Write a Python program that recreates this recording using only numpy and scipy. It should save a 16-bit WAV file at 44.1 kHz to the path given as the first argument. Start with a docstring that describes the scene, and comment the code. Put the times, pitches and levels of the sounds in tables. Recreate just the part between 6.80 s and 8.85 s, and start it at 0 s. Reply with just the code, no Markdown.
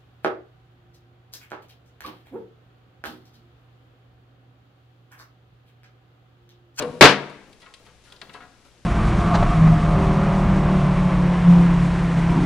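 """A workbench in a small room, heard close up: a heavy hollow plastic pump housing is set down on it.
Its rim judders to a stop, then a chattering knock rings the housing, jingles tools and overloads the input.
Hands then shift the parts: light taps, short scrapes, soft bumps and a sleeve's rustle over a faint hum.
Ringing is made of dying sine waves and dying noise; cloth and air are coloured noise; the hum is two sines."""
import sys
import numpy as np
from scipy import signal
from scipy.fft import rfft, irfft
from scipy.io import wavfile

SR = 44100
rng = np.random.default_rng(int(sys.argv[2]) if len(sys.argv) > 2 else 0)


def generate_wav(signal):
    """Clip the signal to [-1, 1] and save it as 16-bit WAV at the path in sys.argv[1]."""
    frames = np.transpose(np.atleast_2d(signal))
    scaled = np.clip(frames, -1, 1) * 32767
    pcm = np.round(scaled).astype(np.int16)
    wavfile.write(sys.argv[1], SR, pcm)


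N = 90404
T = np.arange(SR) / SR  # one second of time, in s

# In all tables t60 is the time to fade by 60 dB; levels in noise spectra and ringing are relative.
# clearest ringing tones of the housing: f/Hz, level/dB, t60/s
SHELL = [(143.5, -11, .35), (200, -14, .45), (287, -8, .3), (398, 2, 0.1), (445, -3, .14), (477, -6, .33),
         (545, -4, .14), (595, 3, 0.13), (715, -4, .16), (749, 1, 0.15), (818, -3, .15), (953, -2, .14),
         (1003, -2, 0.14), (1062, -1, 0.14), (1113, -3, .14), (1178, -2, .13), (1285, -2, .15),
         (1561, -4, 0.17), (1638, -1, 0.17), (1882, -6, .17), (2260, -7, 0.15), (2414, -3, 0.16)]
# the housing's crowd of weaker tones, a noise spectrum: f/Hz, level/dB per Hz
BODY = [(30, -24.5), (70, -18.5), (140, -8), (260, -5), (340, -7), (420, -0.5), (700, -5), (1400, -5),
        (2600, -8), (4500, -11), (7500, -22), (14000, -44.5)]
# how long the crowd of tones lasts in a tap, scrape or judder slip: f/Hz, t60/s
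CLICK_T60 = [(300, 0.15), (2000, 0.056), (10000, 0.042)]


def amp(db):
    """Turns decibels into a gain."""
    return 10 ** (np.asarray(db) / 20)


def unit(x):
    """Scales a sound to an rms level of 1."""
    return x / np.sqrt(np.mean(x ** 2) + 1e-20)


def read(points, hz):
    """Reads values between the points of a table, on a log-frequency axis."""
    f, value = np.transpose(points)
    return np.interp(np.log(hz + 1), np.log(f + 1), value)


def add(mix, s, sound):
    """Mixes a stereo sound in at time s, cutting off what runs past the end."""
    start = max(round(s * SR), 0)
    part = mix[:, start:][:, :sound.shape[1]]
    part += sound[:, :part.shape[1]]


def noise(spectrum, size):
    """Coloured noise at two microphone ports, whose likeness depends on the pitch."""
    # likeness of left and right, 1 = identical, 0 = unrelated: f/Hz, likeness
    likeness = [(30, -0.18), (120, 1), (500, 0.93), (1200, .85), (2500, 0.57), (5000, 0.26), (9000, -0.05),
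                (14000, 0)]
    hz = np.fft.rfftfreq(size, 1 / SR)
    a, b = np.exp(2j * np.pi * rng.random((2, len(hz))))  # random phases
    alike = np.clip(read(likeness, hz), -1, 1)
    right = alike * a + np.sqrt(1 - alike ** 2) * b
    return unit(irfft(np.array([a, right]) * amp(read(spectrum, hz)), size))


def dying(spectrum, t60s):
    """A crowd of tones that start at once, as noise in which each band dies at its own speed."""
    z = rfft(noise(spectrum, SR))
    hz = np.fft.rfftfreq(SR, 1 / SR)
    centres = [f for f, _ in t60s]
    out = np.zeros((2, SR))
    # each share is 1 at its own band centre and 0 at the others, so the bands overlap smoothly
    for share, (_, t60) in zip(np.eye(len(t60s)), t60s):
        band = irfft(z * read(list(zip(centres, share)), hz), SR)
        out += band * amp(-60 * T / t60)
    return out


def ring(modes, start=0):
    """Half a second of dying sines, in step with ringing begun start seconds ago; slightly later at right."""
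    port_delay_s = .00003
    t = np.array([T, T - port_delay_s])[:, :SR // 2]
    sound = np.zeros_like(t)
    for hz, db, t60 in modes:
        sound += amp(db - 60 * t / t60) * np.sin(2 * np.pi * hz * (t + start))
    return np.pad(sound, ((0, 0), (0, SR - SR // 2)))


def lowpass(x, hz, order=1):
    """Takes treble away, as a softer contact does."""
    return signal.sosfilt(signal.butter(order, min(hz, .45 * SR), fs=SR, output="sos"), x)


def focus(x, hz, octaves, order=1):
    """Keeps a band around hz, reaching further down than up: small contacts sound high, large ones low."""
    edges = [hz / 2 ** octaves, min(hz * 2 ** (octaves / 2), .47 * SR)]
    return signal.sosfilt(signal.butter(order, edges, "band", fs=SR, output="sos"), x)


def stroke(length):
    """The quick swell and slow fade of one hand movement."""
    return np.sin(np.pi * np.linspace(0, 1, round(length * SR)) ** 0.25)


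def plastic_part(grit_db=0):
    """One touch of a plastic part: a crowd of weak tones (the grit) and clear dying sines."""
    # the crowd of weak tones: f/Hz, level/dB per Hz
    grit = [(100, -15), (500, -8.5), (1200, -2.5), (2400, -2.5), (3600, -1.5), (4900, -3), (5700, -14),
            (9500, -8.5), (15000, -40.5)]
    # the clear tones: f/Hz, level/dB, t60/s
    tones = [(530, -12, .18), (736, -10, .1), (834, -13.5, 0.081), (1018, -6.5, .1), (1310, 0.5, 0.085),
             (1425, -3.5, .1), (1643, -4.5, 0.22), (1940, 1.5, 0.055), (2180, -6.5, .09), (2650, -5, .09),
             (3280, -2, 0.041), (3495, 1, 0.02), (3880, 1, 0.07), (4270, 1, 0.056), (4780, 0, 0.033)]
    return amp(grit_db) * dying(grit, CLICK_T60) + amp(-10.5) * ring(tones)


def room(x):
    """Echoes too dense to tell apart: the sound is smeared over a dying noise tail."""
    # colour of the tail: f/Hz, level/dB
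    colour = [(100, -7), (200, 2), (380, 1), (520, 2), (1500, -5), (5000, -7), (10000, -0.5)]
    # how long the tail lasts: f/Hz, t60/s
    tail_t60 = [(100, 0.87), (500, 0.6), (2000, 0.75), (5000, 0.61), (12000, 0.22)]
    gap_s = 0.0062  # silence before the echoes, then their fade-in over the same time
    tail = dying(colour, tail_t60) * np.clip(T / gap_s - 1, 0, 1)
    return signal.fftconvolve(x, tail / np.linalg.norm(tail[0]), axes=1)[:, :N]


def background():
    """Ventilation and hiss as steady coloured noise, and mains hum as two sines that waver together."""
    # ventilation and hiss: f/Hz, level/dB per Hz
    air = [(25, -1.5), (60, -8), (150, -10), (400, -10), (1000, -19.5), (3000, -19), (6000, -22),
           (10500, -29.5), (13000, -41.5), (16000, -56)]
    # hum before it wavers: f/Hz, rms level/dB
    hum_tones = [(59.2, -69.5), (118.4, -69)]
    # change of the hum's level over time: t/s, level/dB
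    waver = [(0.92, -6.5), (1.05, 5.5), (1.85, 0), (2.0, 3.5)]
    t = np.arange(N) / SR
    hum = np.zeros(N)
    for hz, db in hum_tones:
        hum += amp(db) * np.sqrt(2) * np.sin(2 * np.pi * (hz * t + rng.random()))
    return amp(-57.5) * noise(air, N) + hum * amp(np.interp(t, *np.transpose(waver)))


def rustles():
    """Sleeve and hands brush past: cloth hisses as noise that swells and fades."""
    # brushes: start t/s, length/s, level/dB
    brushes = [(0.0, 0.59, -56), (0.799, 0.067, -58), (1.052, 0.061, -58.5), (1.238, 0.18, -58),
               (1.531, 0.054, -54.5), (1.847, 0.074, -60)]
    # colour of the hiss: f/Hz, level/dB per Hz
    cloth = [(200, -10), (1500, -0.5), (4000, 1.5), (7000, -4.5), (10500, -5.5), (14000, -25.5)]
    out = np.zeros((2, N))
    for s, length, db in brushes:
        swell = stroke(length)
        add(out, s, amp(db) * swell * noise(cloth, len(swell)))
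    return out


def bumps():
    """Soft bumps of hands and housing: padded contacts start gently and stir mostly low tones."""
    # bumps: t/s, level/dB
    contacts = [(0.672, -53), (0.991, -52.5), (1.32, -53.5), (1.419, -47.5), (1.48, -51.5), (1.61, -57),
                (1.865, -66)]
    # colour of a bump: f/Hz, level/dB per Hz
    thud = [(40, -11), (100, -5), (170, 7.5), (320, -2), (520, 2), (900, -6.5), (2500, -29)]
    # how long a bump lasts: f/Hz, t60/s
    thud_t60 = [(100, 0.26), (1000, 0.38)]
    out = np.zeros((2, N))
    for s, db in contacts:
        fade_in = np.minimum(T / 0.008, 1)
        add(out, s, amp(db) * dying(thud, thud_t60) * fade_in)
    return out


def scrapes():
    """Parts slide in runs of tiny random slips, each of which rings the plastic part."""
    # scrapes: start t/s, length/s, level/dB, treble corner f/Hz
    slides = [(0.817, 0.054, -49, 2650), (0.858, 0.072, -50.5, 1720), (1.061, 0.044, -50, 2200),
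              (1.252, 0.17, -58, 2420), (1.542, 0.05, -39.5, 1800), (1.603, 0.066, -45, 1870),
              (1.85, 0.039, -55, 800)]
    slips_per_s, slip_range_db = 1900, 17  # average rate; strongest slip against weakest
    out = np.zeros((2, N))
    for s, length, db, hz in slides:
        swell = stroke(length)
        chance, size, sign = rng.random((3, len(swell)))
        happens = chance < slips_per_s / SR
        slips = unit(happens * amp(slip_range_db * size) * np.sign(sign - .5))
        part = lowpass(plastic_part(grit_db=1), hz, order=2)
        part /= np.linalg.norm(part[0])
        add(out, s, amp(db) * signal.fftconvolve((slips * swell)[None], part, axes=1))
    return out


def taps():
    """Light taps of plastic on plastic: each rings the part within its own band of pitch."""
    # taps: t/s, level/dB, band position f/Hz, band reach downwards/octaves
    contacts = [(0.0224, -32, 4370, 2.8), (0.498, -47, 7008, 1.95), (0.7294, -51, 8995, 2.4),
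                (0.818, -51, 6000, 1.8), (0.8633, -43, 1820, 1.2), (0.9391, -41, 7000, 1.7),
                (0.9444, -47.5, 6040, 1.7), (1.3015, -51, 4400, .4), (1.3219, -41, 3430, 0.19),
                (1.3231, -45, 6000, 3.5), (1.363, -47, 4550, 0.65), (1.4154, -34.5, 3100, 2.06),
                (1.495, -38.5, 1960, 1.22), (1.5385, -43.5, 5140, 1.3)]
    out = np.zeros((2, N))
    for s, db, hz, octaves in contacts:
        add(out, s, amp(db) * focus(plastic_part(), hz, octaves, order=2))
    return out


def judder():
    """The dragged rim sticks and slips on the bench, slower, weaker and duller until it stops."""
    # what each slip stirs: the bench top flexing (short low tones) and a long-ringing tone of the housing near
    # 486 Hz: f/Hz, level/dB, t60/s
    slip_tones = [(150, 3, 0.02), (280, 3.5, 0.0095), (486.4, -7.5, 0.26), (570, -6, 0.025)]
    rate_hz, slowing_hz_per_s, stop_s = 320, 1950, .105
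    level_db, fade_db_per_s = -29.5, -53.5
    treble_hz, dulling_s = 2200, 0.028  # first treble corner, and the time at which it has halved
    out, s = np.zeros((2, N)), 0
    modes = amp(-22.5) * ring(SHELL) + ring(slip_tones)
    for jitter in rng.standard_normal(26):
        if s >= stop_s:
            break
        slip = dying(BODY, CLICK_T60) + modes
        corner_hz = treble_hz / (1 + (s / dulling_s) ** 2)
        add(out, s, amp(level_db + fade_db_per_s * s) * lowpass(slip, corner_hz))
        # the wait for the next slip varies at random by about 4 %
        s += (1 + 0.04 * jitter) / max(rate_hz - slowing_hz_per_s * s, 60)
    return signal.sosfilt(signal.butter(2, 70, "high", fs=SR, output="sos"), out)


def knocks():
    """The housing chatters on the bench: each contact rings its hollow shell and the tools nearby."""
    # contacts with the bench: t/s, level/dB, treble corner f/Hz
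    contacts = [(0.2099, 0, 4460), (0.2138, 1.5, 788.4), (0.2237, 0, 3550), (0.2404, -4, 8966),
                (0.252, -5.5, 219.7), (0.254, -11, 8976), (0.273, -18, 8000), (0.289, -16, 6850),
                (0.301, -21, 5950)]
    # how long the housing's weaker tones last: f/Hz, t60/s
    body_t60 = [(100, .16), (500, 0.17), (2000, 0.23), (5000, 0.19), (12000, 0.14)]
    # steel tools shaken on the bench: f/Hz, level/dB, t60/s
    tools = [(4323, -27, 0.15), (4657, -27, 0.15), (8926, -38, 0.16), (9930, -33, .16), (10010, -33, .18),
             (10110, -32, 0.17), (10620, -40, .2), (12330, -37, .14)]
    out = np.zeros((2, N))
    for s, db, hz in contacts:
        since = s - contacts[0][0]  # keeps every ringing in step with the first
        modes = amp(-19.5) * ring(SHELL, since) + ring(tools, since)
        add(out, s, amp(db) * lowpass(dying(BODY, body_t60) + modes, hz))
    return out


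def scene():
    """Everything on the bench, with the room's echoes, louder on the left."""
    # tilt to the left: f/Hz, level/dB added at left and taken away at right
    left_tilt = [(40, 2), (200, 1.9), (500, 2), (1200, 2.5), (2500, 3), (6000, 2), (12000, 0)]
    light = rustles() + bumps() + scrapes() + taps()
    drag = judder()
    heavy = knocks()
    echoes = room(amp(-21.5) * heavy + amp(-9) * (light + drag))
    mix = background() + light + drag + heavy + echoes
    left_db = read(left_tilt, np.fft.rfftfreq(N, 1 / SR))
    return irfft(rfft(mix) * amp([left_db, -left_db]), N)


def record(dry):
    """The input flattens peaks near full scale, then a filter removes the highest treble."""
    knee = 24  # a higher number bends the peaks more sharply
    clipped = dry / (1 + abs(dry) ** knee) ** (1 / knee)
    treble_cut = signal.firwin(127, 15800, window=("kaiser", 7), fs=SR)  # corner at 15800 Hz
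    return signal.oaconvolve(clipped, treble_cut[None], "same")


dry = scene()
out = record(dry)
generate_wav(out)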